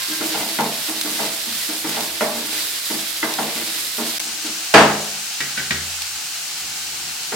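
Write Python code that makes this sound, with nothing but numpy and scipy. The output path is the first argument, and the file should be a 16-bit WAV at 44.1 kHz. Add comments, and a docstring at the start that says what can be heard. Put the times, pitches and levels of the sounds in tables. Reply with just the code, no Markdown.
"""Vegetables sizzling in a pan

Shredded vegetables sizzle (coloured noise and tiny bursts) in a hard-walled kitchen while a wooden spatula
scrapes (stick-slip bursts through pan resonances) and knocks the pan (damped modes and decaying noise).
The level dips for a few milliseconds, then the pan is heard duller, as from its side, and soon left alone.
Something wooden slams nearby, three light clacks follow as a utensil is laid down, and at the end a hand
takes hold of the pan."""
import sys
import numpy as np
from scipy import signal
from scipy.fft import rfft, irfft, next_fast_len
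from scipy.io import wavfile
from scipy.ndimage import map_coordinates

SR = 44100
rng = np.random.default_rng(int(sys.argv[2]) if len(sys.argv) > 2 else 0)


def wrap_up_sound(samples):
    """Save the sound to the file named by the first command line argument, as 16-bit audio."""
    columns = np.atleast_2d(samples).T
    # keep every value between -1 and 1, then stretch to whole-number steps
    tamed = np.clip(columns, -1, 1)
    steps = np.round(tamed * 32767).astype(np.int16)
    wavfile.write(sys.argv[1], SR, steps)


N = 324135
TIME = np.arange(N) / SR
RING_TIME = np.arange(SR) / SR  # one second for each struck sound
DIP_S = 4.19  # the level dips here and the frying is duller from here on

# Resonances of the pan. Each row: frequency in Hz, relative strength in dB, 60 dB decay time in seconds.
PAN_MODES = [(154.4, -9, 0.47), (207, -4, .33), (231.5, 1, 0.25), (306.1, 0.5, 0.3), (320.3, -0.5, 0.64),
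             (425, -1, 0.48), (468, -1, 0.41), (607, 1.5, 0.55), (661, 0, 0.78), (775, 3.5, 0.14),
             (833, 2.5, 0.35), (897, 0.5, 0.38), (932.5, 5.5, 0.22), (1056, -8, 0.8), (1140, -1.5, 0.28),
             (1399, -1, 0.19), (1620, -10, 0.32), (2024, -1.5, 0.15)]
# Likeness of the two ears. Each row: frequency in Hz, left-right correlation from -1 to 1.
EAR_LIKENESS = [(100, 0.99), (300, 0.98), (700, 0.79), (1400, 0.56), (2500, 0.21), (4500, 0.26),
                (8000, 0.12), (15000, -0.16)]


def amp(db):
    """Level: decibels to amplitude ratio."""
    return 10 ** (np.asarray(db) / 20)


def unit(x):
    """Normalization: scale to rms 1."""
    return x / np.sqrt(np.mean(x ** 2) + 1e-20)


def unit_onset(x, size=1764):
    """Normalization of a transient: scale its first 40 ms to rms 1."""
    return x / np.sqrt(np.mean(x[..., :size] ** 2) + 1e-20)


def along(points, hz):
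    """Interpolation of (Hz, value) points on a logarithmic frequency axis."""
    point_hz, value = np.transpose(points)
    return np.interp(np.log(hz + 1), np.log(point_hz + 1), value)


def wobble(rate):
    """Slow random modulation: a smooth curve through random knots, rate of them a second."""
    knots = rng.standard_normal(int(N * rate / SR) + 4)
    return map_coordinates(knots, [TIME * rate])


def filtered(x, response):
    """Linear filtering: multiply the spectrum by a response of frequency."""
    n = x.shape[-1]
    padded = next_fast_len(n + 8192)
    spectrum = rfft(x, padded) * response(np.fft.rfftfreq(padded, 1 / SR))
    return irfft(spectrum, padded)[..., :n]


def below(hz, edge_hz, order=8):
    """Low-pass gain, falling ever more steeply above its edge."""
    return 1 / (1 + (hz / edge_hz) ** order)


def add(track, s, sound):
    """Superposition: mix a sound into a track at time s."""
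    start = max(round(s * SR), 0)
    track[:, start:start + sound.shape[-1]] += sound[..., :N - start]


def half_angle(hz):
    """Interaural correlation as an angle: the cosine of twice this angle is the likeness."""
    return np.arccos(np.clip(along(EAR_LIKENESS, hz), -1, 1)) / 2


def diffuse(pair, spectrum):
    """Diffuse field: colour two unrelated signals and blend them, bass alike in both ears, treble apart."""
    def weights(hz):
        return amp(along(spectrum, hz)) * [np.cos(half_angle(hz)), np.sin(half_angle(hz))]
    mid, side = filtered(pair, weights)
    return unit(np.array([mid + side, mid - side]))


def ring(modes, scatter_db):
    """Modal decay: damped sines of random strength and phase; the higher ones reach the ears out of step."""
    hz, db, t60 = np.transpose(modes)[:, :, None]
    strength, phase, skew = rng.standard_normal((3, len(hz), 1))
    fade = amp(db + scatter_db * strength - 60 * RING_TIME / t60)
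    apart = skew * half_angle(hz)
    cycles = hz * RING_TIME + phase
    ears = [np.sum(fade * np.sin(2 * np.pi * cycles + ear * apart), axis=0) for ear in (-1, 1)]
    return unit_onset(np.array(ears))


def clatter(spectrum, length, crack_db):
    """Reverberation: the crack of a contact, then noise in which each frequency dies at its own speed."""
    # Each row: frequency in Hz, relative 60 dB decay time, which length turns into seconds.
    room = [(100, 0.94), (250, 0.55), (700, 0.79), (1500, 0.56), (4000, 0.59), (12000, 0.5)]
    hz, t, z = signal.stft(rng.standard_normal((2, SR)), SR, nperseg=256)
    t60 = length * along(room, hz)[:, None]
    tail = signal.istft(z * amp(-60 * t / t60), SR, nperseg=256)[1][:, :SR]
    crack = amp(crack_db) * np.exp(-RING_TIME / 0.00045)
    return unit_onset(diffuse(tail, spectrum) * (1 + crack))


def bursts(rate, spread_db):
    """Shot noise: tiny bursts at random moments and of random sizes, each nearer to one ear."""
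    when, size, side, lag = rng.random((int(rate * TIME[-1]), 4)).T
    gain = amp(-spread_db * np.log(np.maximum(size, .03))) * rng.choice([-1, 1], len(when))
    at = (when * (N - 8)).astype(int)
    left = np.bincount(at + 3, gain * np.cos(side * np.pi / 2), N)
    # the right ear hears each burst up to 3 samples earlier or later
    right = np.bincount(at + (lag * 7).astype(int), gain * np.sin(side * np.pi / 2), N)
    return unit(np.array([left, right]))


def swell(rise):
    """Exponential build-up of a contact with a time constant of rise seconds."""
    return 1 - np.exp(-RING_TIME / rise)


def direct(boost_db):
    """Direct sound: a struck thing stands out for a moment before the room takes over."""
    return 1 + amp(boost_db) * np.exp(-RING_TIME / .008)


def strokes(rows, attack, release):
    """Gesture envelopes, summed: each (start, length, size) builds up, holds and dies away exponentially."""
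    total = 0
    for s, length, size in rows:
        onset = 1 - np.exp(-np.maximum(TIME - s, 0) / attack)
        total = total + size * onset * np.exp(-np.maximum(TIME - s - length, 0) / release)
    return total


def sizzle(spectrum, crackle_db, flutter_db):
    """Boiling noise: water bursts in the oil, near bursts over the blur of countless others, sputtering."""
    steam = rng.standard_normal((2, N)) + amp(crackle_db) * bursts(rate=1400, spread_db=3.5)
    steam = diffuse(steam, spectrum)
    boil = filtered(steam, lambda hz: below(hz, 6100))
    spray = steam - boil
    # the two bands flutter independently
    return boil * amp(flutter_db * wobble(30)) + spray * amp(flutter_db * wobble(30))


def frying():
    """Spectral colouring of boiling noise: bright as from above and flaring at turns, then duller, as from the side."""
    # Spectra before and after the dip. Each row: frequency in Hz, relative density in dB per Hz.
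    spectrum_above = [(200, -21), (600, -11.5), (1000, -10), (1600, -4), (2800, -1), (3900, 2), (5000, 1),
                      (6200, -3), (9000, -2), (10500, -4), (13000, -3), (16000, -9.5)]
    spectrum_beside = [(260, -45), (450, -20), (610, -16.5), (720, -5.5), (890, -5.5), (960, -10),
                       (1530, -2), (1800, -4.5), (2800, 1.5), (3500, -1), (4250, 2.5), (7800, 0),
                       (11000, -7.5), (15900, -9)]
    # The spatula turns wet pieces onto hot metal. Each row: start in seconds, hold in seconds, flare in dB.
    turns = [(-0.1, 0.26, 2), (0.23, 0.18, 2.5), (0.76, 0.074, 2.5), (0.98, 0.28, 2.5), (1.36, 0.33, 1.2),
             (1.85, 0.13, 2), (2.49, 0.094, 5.5), (2.82, 0.16, 3), (3.56, 0.29, 2), (3.99, 0.12, 2.2),
             (4.41, 0.064, 1.5)]
    above_db, beside_db, settle_db_per_s = -26.5, -27, 0.42  # levels before the ear trims
    # left and right trims in dB
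    above = sizzle(spectrum_above, crackle_db=-6.5, flutter_db=0.77) * amp([[-.2], [2.2]])
    beside = sizzle(spectrum_beside, crackle_db=-9.0, flutter_db=0.4) * amp([[1.4], [1.1]])
    settling_db = beside_db - settle_db_per_s * (TIME - DIP_S)
    steady = np.where(TIME < DIP_S, above * amp(above_db), beside * amp(settling_db))
    return steady * amp(strokes(turns, attack=0.098, release=0.078))


def rumble():
    """Low-frequency background noise: a faint room rumble wavers and swells once near the end."""
    # Each row: frequency in Hz, relative density in dB per Hz.
    hum = [(25, -12), (50, -16), (76, 9.5), (100, -15), (150, 8.5), (190, -2), (320, 2), (430, -4),
           (520, -5), (900, -22.5)]
    swell_db = strokes([(6.48, 0.9, 5.2)], attack=0.11, release=0.1)
    level_db = -54 + swell_db + 1.0 * wobble(6.3)
    return amp(level_db) * diffuse(rng.standard_normal((2, N)), hum)


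def singing_rim():
    """Lightly damped resonance: the rim sings faintly when the spatula brushes or strikes it."""
    # Each row: frequency in Hz, relative strength in dB, 60 dB decay time in seconds.
    rim_modes = [(1057, -5.5, 0.5), (1585, 1, 0.51), (2080, -4, 0.44)]
    # Each row: start in seconds, level in dB.
    touches = [(0, -35), (0.115, -33), (3.228, -30)]
    out = np.zeros((2, N))
    for s, db in touches:
        add(out, s, amp(db) * ring(rim_modes, scatter_db=0) * swell(0.0059))
    return out


def pan_struck(favoured_hz, boost_db):
    """Modal excitation: the modes that move most at the point of contact ring strongest."""
    def boost(hz):
        return boost_db * np.exp(-(np.log(hz / favoured_hz) / 0.065) ** 2)
    return [(hz, db + boost(hz), t60) for hz, db, t60 in PAN_MODES]


def knocks():
    """Impact excitation: the spot shares a blow among stove, floor, wall and rim; soft ones are dull and slow."""
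    # Spatula or hand on the pan. Each row: start in seconds, strength in dB, favoured mode in Hz.
    blows = [(0.083, -35, 303), (0.207, -29, 310), (0.341, -28, 814), (0.41, -31, 840), (0.5861, -19, 870),
             (0.881, -30.5, 315), (1.046, -31, 306), (1.189, -27.5, 710), (1.467, -40.5, 220),
             (1.687, -32, 305), (1.843, -29, 292), (1.962, -28, 800), (2.207, -21, 620), (2.347, -35, 233),
             (2.47, -38, 315), (2.9, -30.5, 270), (3.2277, -22.5, 2070), (3.384, -23.5, 786),
             (3.554, -39, 240), (3.98, -30.5, 235), (4.25, -47, 230), (4.443, -34.5, 293), (7.32, -27, 440)]
    # Spots from the middle of the pan to the rim. Each row: favoured mode in Hz, then the shares of
    # stove thump, floor, wall and rim in dB.
    spots = [(227, 0.5, -7, 2, -2.5), (300, -10.5, -0.3, -4, -4), (610, -8.5, -25, 0.9, -3),
             (875, -10, -18, -1.2, -6.5), (2060, -13, -5.5, -5, -0.5)]
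    # Spectrum of the contact noise. Each row: frequency in Hz, relative density in dB per Hz.
    colour = [(60, -42), (130, -45), (210, -8), (330, -6), (430, 3), (525, -3), (680, 2), (900, -1),
              (1300, -5), (2100, -7.5), (2700, -15), (6000, -25), (16000, -57)]
    # Heavy low modes start later: rise in seconds of stove thump, floor, wall and rim in a firm stroke.
    firm_rises = [0.051, 0.0068, 0.013, 0.002]
    # vegetables cushion strokes below the firm level: treble lost and rise lengthened, in dB per dB
    firm_db, muffling, slowing = -28, 0.79, 0.38
    spot_hz, *shares = np.transpose(spots)
    out = np.zeros((2, N))
    for s, db, favoured_hz in blows:
        modes = ring(pan_struck(favoured_hz, boost_db=9), scatter_db=1)
        noise = amp(-2.0) * clatter(colour, length=0.83, crack_db=0)
        blow = (modes + noise) * direct(boost_db=1.5)
        # four bands, from 150 Hz up, stand for stove, floor, wall and rim
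        under = [filtered(blow, lambda hz: below(hz, edge, order=16)) for edge in (150, 275, 375, 1200)]
        parts = np.diff([*under, blow], axis=0)
        softness_db = firm_db - db
        share_db = np.array([np.interp(np.log(favoured_hz), np.log(spot_hz), share) for share in shares])
        muffle_db = muffling * max(softness_db, 0) * np.array([0, 0, 1, 1])
        rises = np.array(firm_rises) * amp(slowing * min(softness_db, 10))
        gains = amp(db + share_db - muffle_db)
        for gain, part, rise in zip(gains, parts, rises):
            add(out, s, gain * unit_onset(part * swell(rise)))
    return out


def scrape():
    """Stick-slip friction: wood sticks and slips on the pan floor and keeps its modes murmuring."""
    # The spatula pushed across the pan floor. Each row: start in seconds, hold in seconds, level in dB.
    pushes = [(0.186, 0.24, -31), (1.044, 0.25, -35.5), (1.85, 0.2, -33), (2.3, 0.23, -36),
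              (3.388, 0.21, -31.5), (3.98, 0.52, -46.5)]

    def pan(f):
        """Resonant response: a sum of band-passes, each 22 Hz wide."""
        return sum(amp(db) * 1j * f * 22 / (hz * hz - f * f + 1j * f * 22) for hz, db, _ in PAN_MODES)

    slip_spectrum = [(100, -16.0), (200, -15.0), (330, -3.0), (600, -11.0), (1000, -16.5), (2500, -0.5)]
    slips = diffuse(bursts(rate=500, spread_db=-0.5), slip_spectrum)
    pressure = strokes([(s, length, amp(db)) for s, length, db in pushes], attack=0.02, release=0.15)
    return unit(filtered(slips, pan)) * pressure


def spits():
    """Impulsive noise: short bright snaps, drops bursting in the oil and, at 4.2 s, one dry click."""
    # The click comes as the sound returns from the dip. Each row: start in seconds, level in dB.
    snaps = [(0.607, -17.5), (1.0125, -15), (1.893, -22), (2.0076, -19.5), (3.339, -19), (4.2004, -17.5),
             (6.0196, -20), (7.233, -24)]
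    snap_spectrum = [(400, -22), (1500, -4.5), (4200, 1), (7000, -3), (15000, -10)]
    out = np.zeros((2, N))
    t = RING_TIME[:SR // 10]
    fade = np.exp(-t / 0.0029) + 0.17 * np.exp(-t / .015)  # snap, then faint echo
    for s, db in snaps:
        snap = diffuse(rng.standard_normal((2, len(t))), snap_spectrum)
        add(out, s, amp(db) * snap * fade)
    return out


def slam():
    """Impact and reverberation: a wooden panel slams, rebounds, rings and fills the room."""
    # The slam and its rebound. Each row: start in seconds, level in dB.
    impacts = [(4.7394, -5), (4.779, -12)]
    # Each row: frequency in Hz, relative density in dB per Hz.
    colour = [(40, -28), (110, -11), (150, -18), (250, -2.5), (420, -9), (540, -3.5), (680, 0), (880, -3.5),
              (1050, -3.5), (1800, -4), (2800, -9), (4500, -16.5), (8000, -21.5), (15000, -39)]
    # Each row: frequency in Hz, relative strength in dB, 60 dB decay time in seconds.
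    panel_modes = [(153.7, -6.5, 0.75), (209.6, -3.5, 0.78), (303, 1, 0.28), (350.4, -4, 0.59),
                   (414, -4.5, 0.63), (435.4, -2.5, 0.72), (471, 2, 0.43), (653, 5, 0.24), (747, -8, 0.33),
                   (799, -5, 0.57), (828, -2, 0.52), (883, 0, 0.59), (1120, -12, 0.51), (1276, -3.5, 0.55),
                   (1350, -6, 0.42), (1630, -3, 0.57), (1753, 0, 0.28), (2820, -1, 0.22),
                   (4580, -1.5, 0.24)]
    out = np.zeros((2, N))
    for s, db in impacts:
        add(out, s, amp(db) * clatter(colour, length=0.84, crack_db=-8) * swell(0.00059))
    add(out, impacts[0][0], amp(-6.0) * ring(panel_modes, scatter_db=1.5) * swell(0.0057))
    return out


def clacks():
    """Coupled impact: a utensil clacks on a new spot each time and the hollow counter booms under it."""
    # Each row: start in seconds, clack level in dB, pitch in Hz, rise in seconds, thud level in dB,
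    # boom level in dB.
    contacts = [(5.4044, -23.5, 1920, 0.00022, -42.5, -59.5), (5.573, -23.5, 1514, 0.0031, -38, -51),
                (5.707, -20, 1900, 0.00072, -33.5, -37)]
    # Modes of utensil and counter. Each row: frequency in Hz, relative strength in dB, 60 dB decay in seconds.
    utensil_modes = [(1640, -6, 0.18), (1970, 3, 0.38), (2290, 6, 0.13), (2800, -14, 0.16)]
    counter_modes = [(141.6, 0, 0.65), (234, -1, 0.36), (268, -4, 0.27), (378, -6, 0.49)]
    # Each row: frequency in Hz, relative density in dB per Hz.
    colour = [(60, -32), (200, -4.5), (700, -12), (1100, -13), (1600, 2.5), (2100, -0.5), (2800, -5),
              (4200, -6), (7000, -14), (16000, -40)]
    out = np.zeros((2, N))
    for s, db, hz, rise, thud_db, boom_db in contacts:
        # the mode at the point of contact stands out
        utensil = ring([(hz, 10, .3), *utensil_modes], scatter_db=2)
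        noise = clatter(colour, length=0.93, crack_db=-4)
        clack = (noise + amp(-4.0) * utensil) * direct(boost_db=4)
        thud = ring(counter_modes, scatter_db=1.5) * swell(0.0051)
        boom = ring([(80, 0, 1.27)], scatter_db=0) * swell(.02)
        add(out, s, amp(db) * unit_onset(clack * swell(rise)))
        add(out, s, amp(thud_db) * thud + amp(boom_db) * boom)
    return out


def scene():
    """Superposition of all sources; the level dips for a few milliseconds before the pan is heard duller."""
    dip = np.clip((np.abs(TIME - DIP_S) - .004) / .002, .1, 1)
    pan = frying() + singing_rim() + knocks() + scrape() + spits()
    return (pan + rumble() + slam() + clacks()) * dip


def record(dry):
    """Saturation and band limiting: peaks near full scale are rounded, deepest bass and top treble removed."""
    rounded = dry / (1 + np.abs(dry) ** 6) ** (1 / 6)
    thinned = signal.sosfilt(signal.butter(2, 45, "highpass", fs=SR, output="sos"), rounded)
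    return filtered(thinned, lambda hz: hz < 16050)


dry = scene()
out = record(dry)
wrap_up_sound(out)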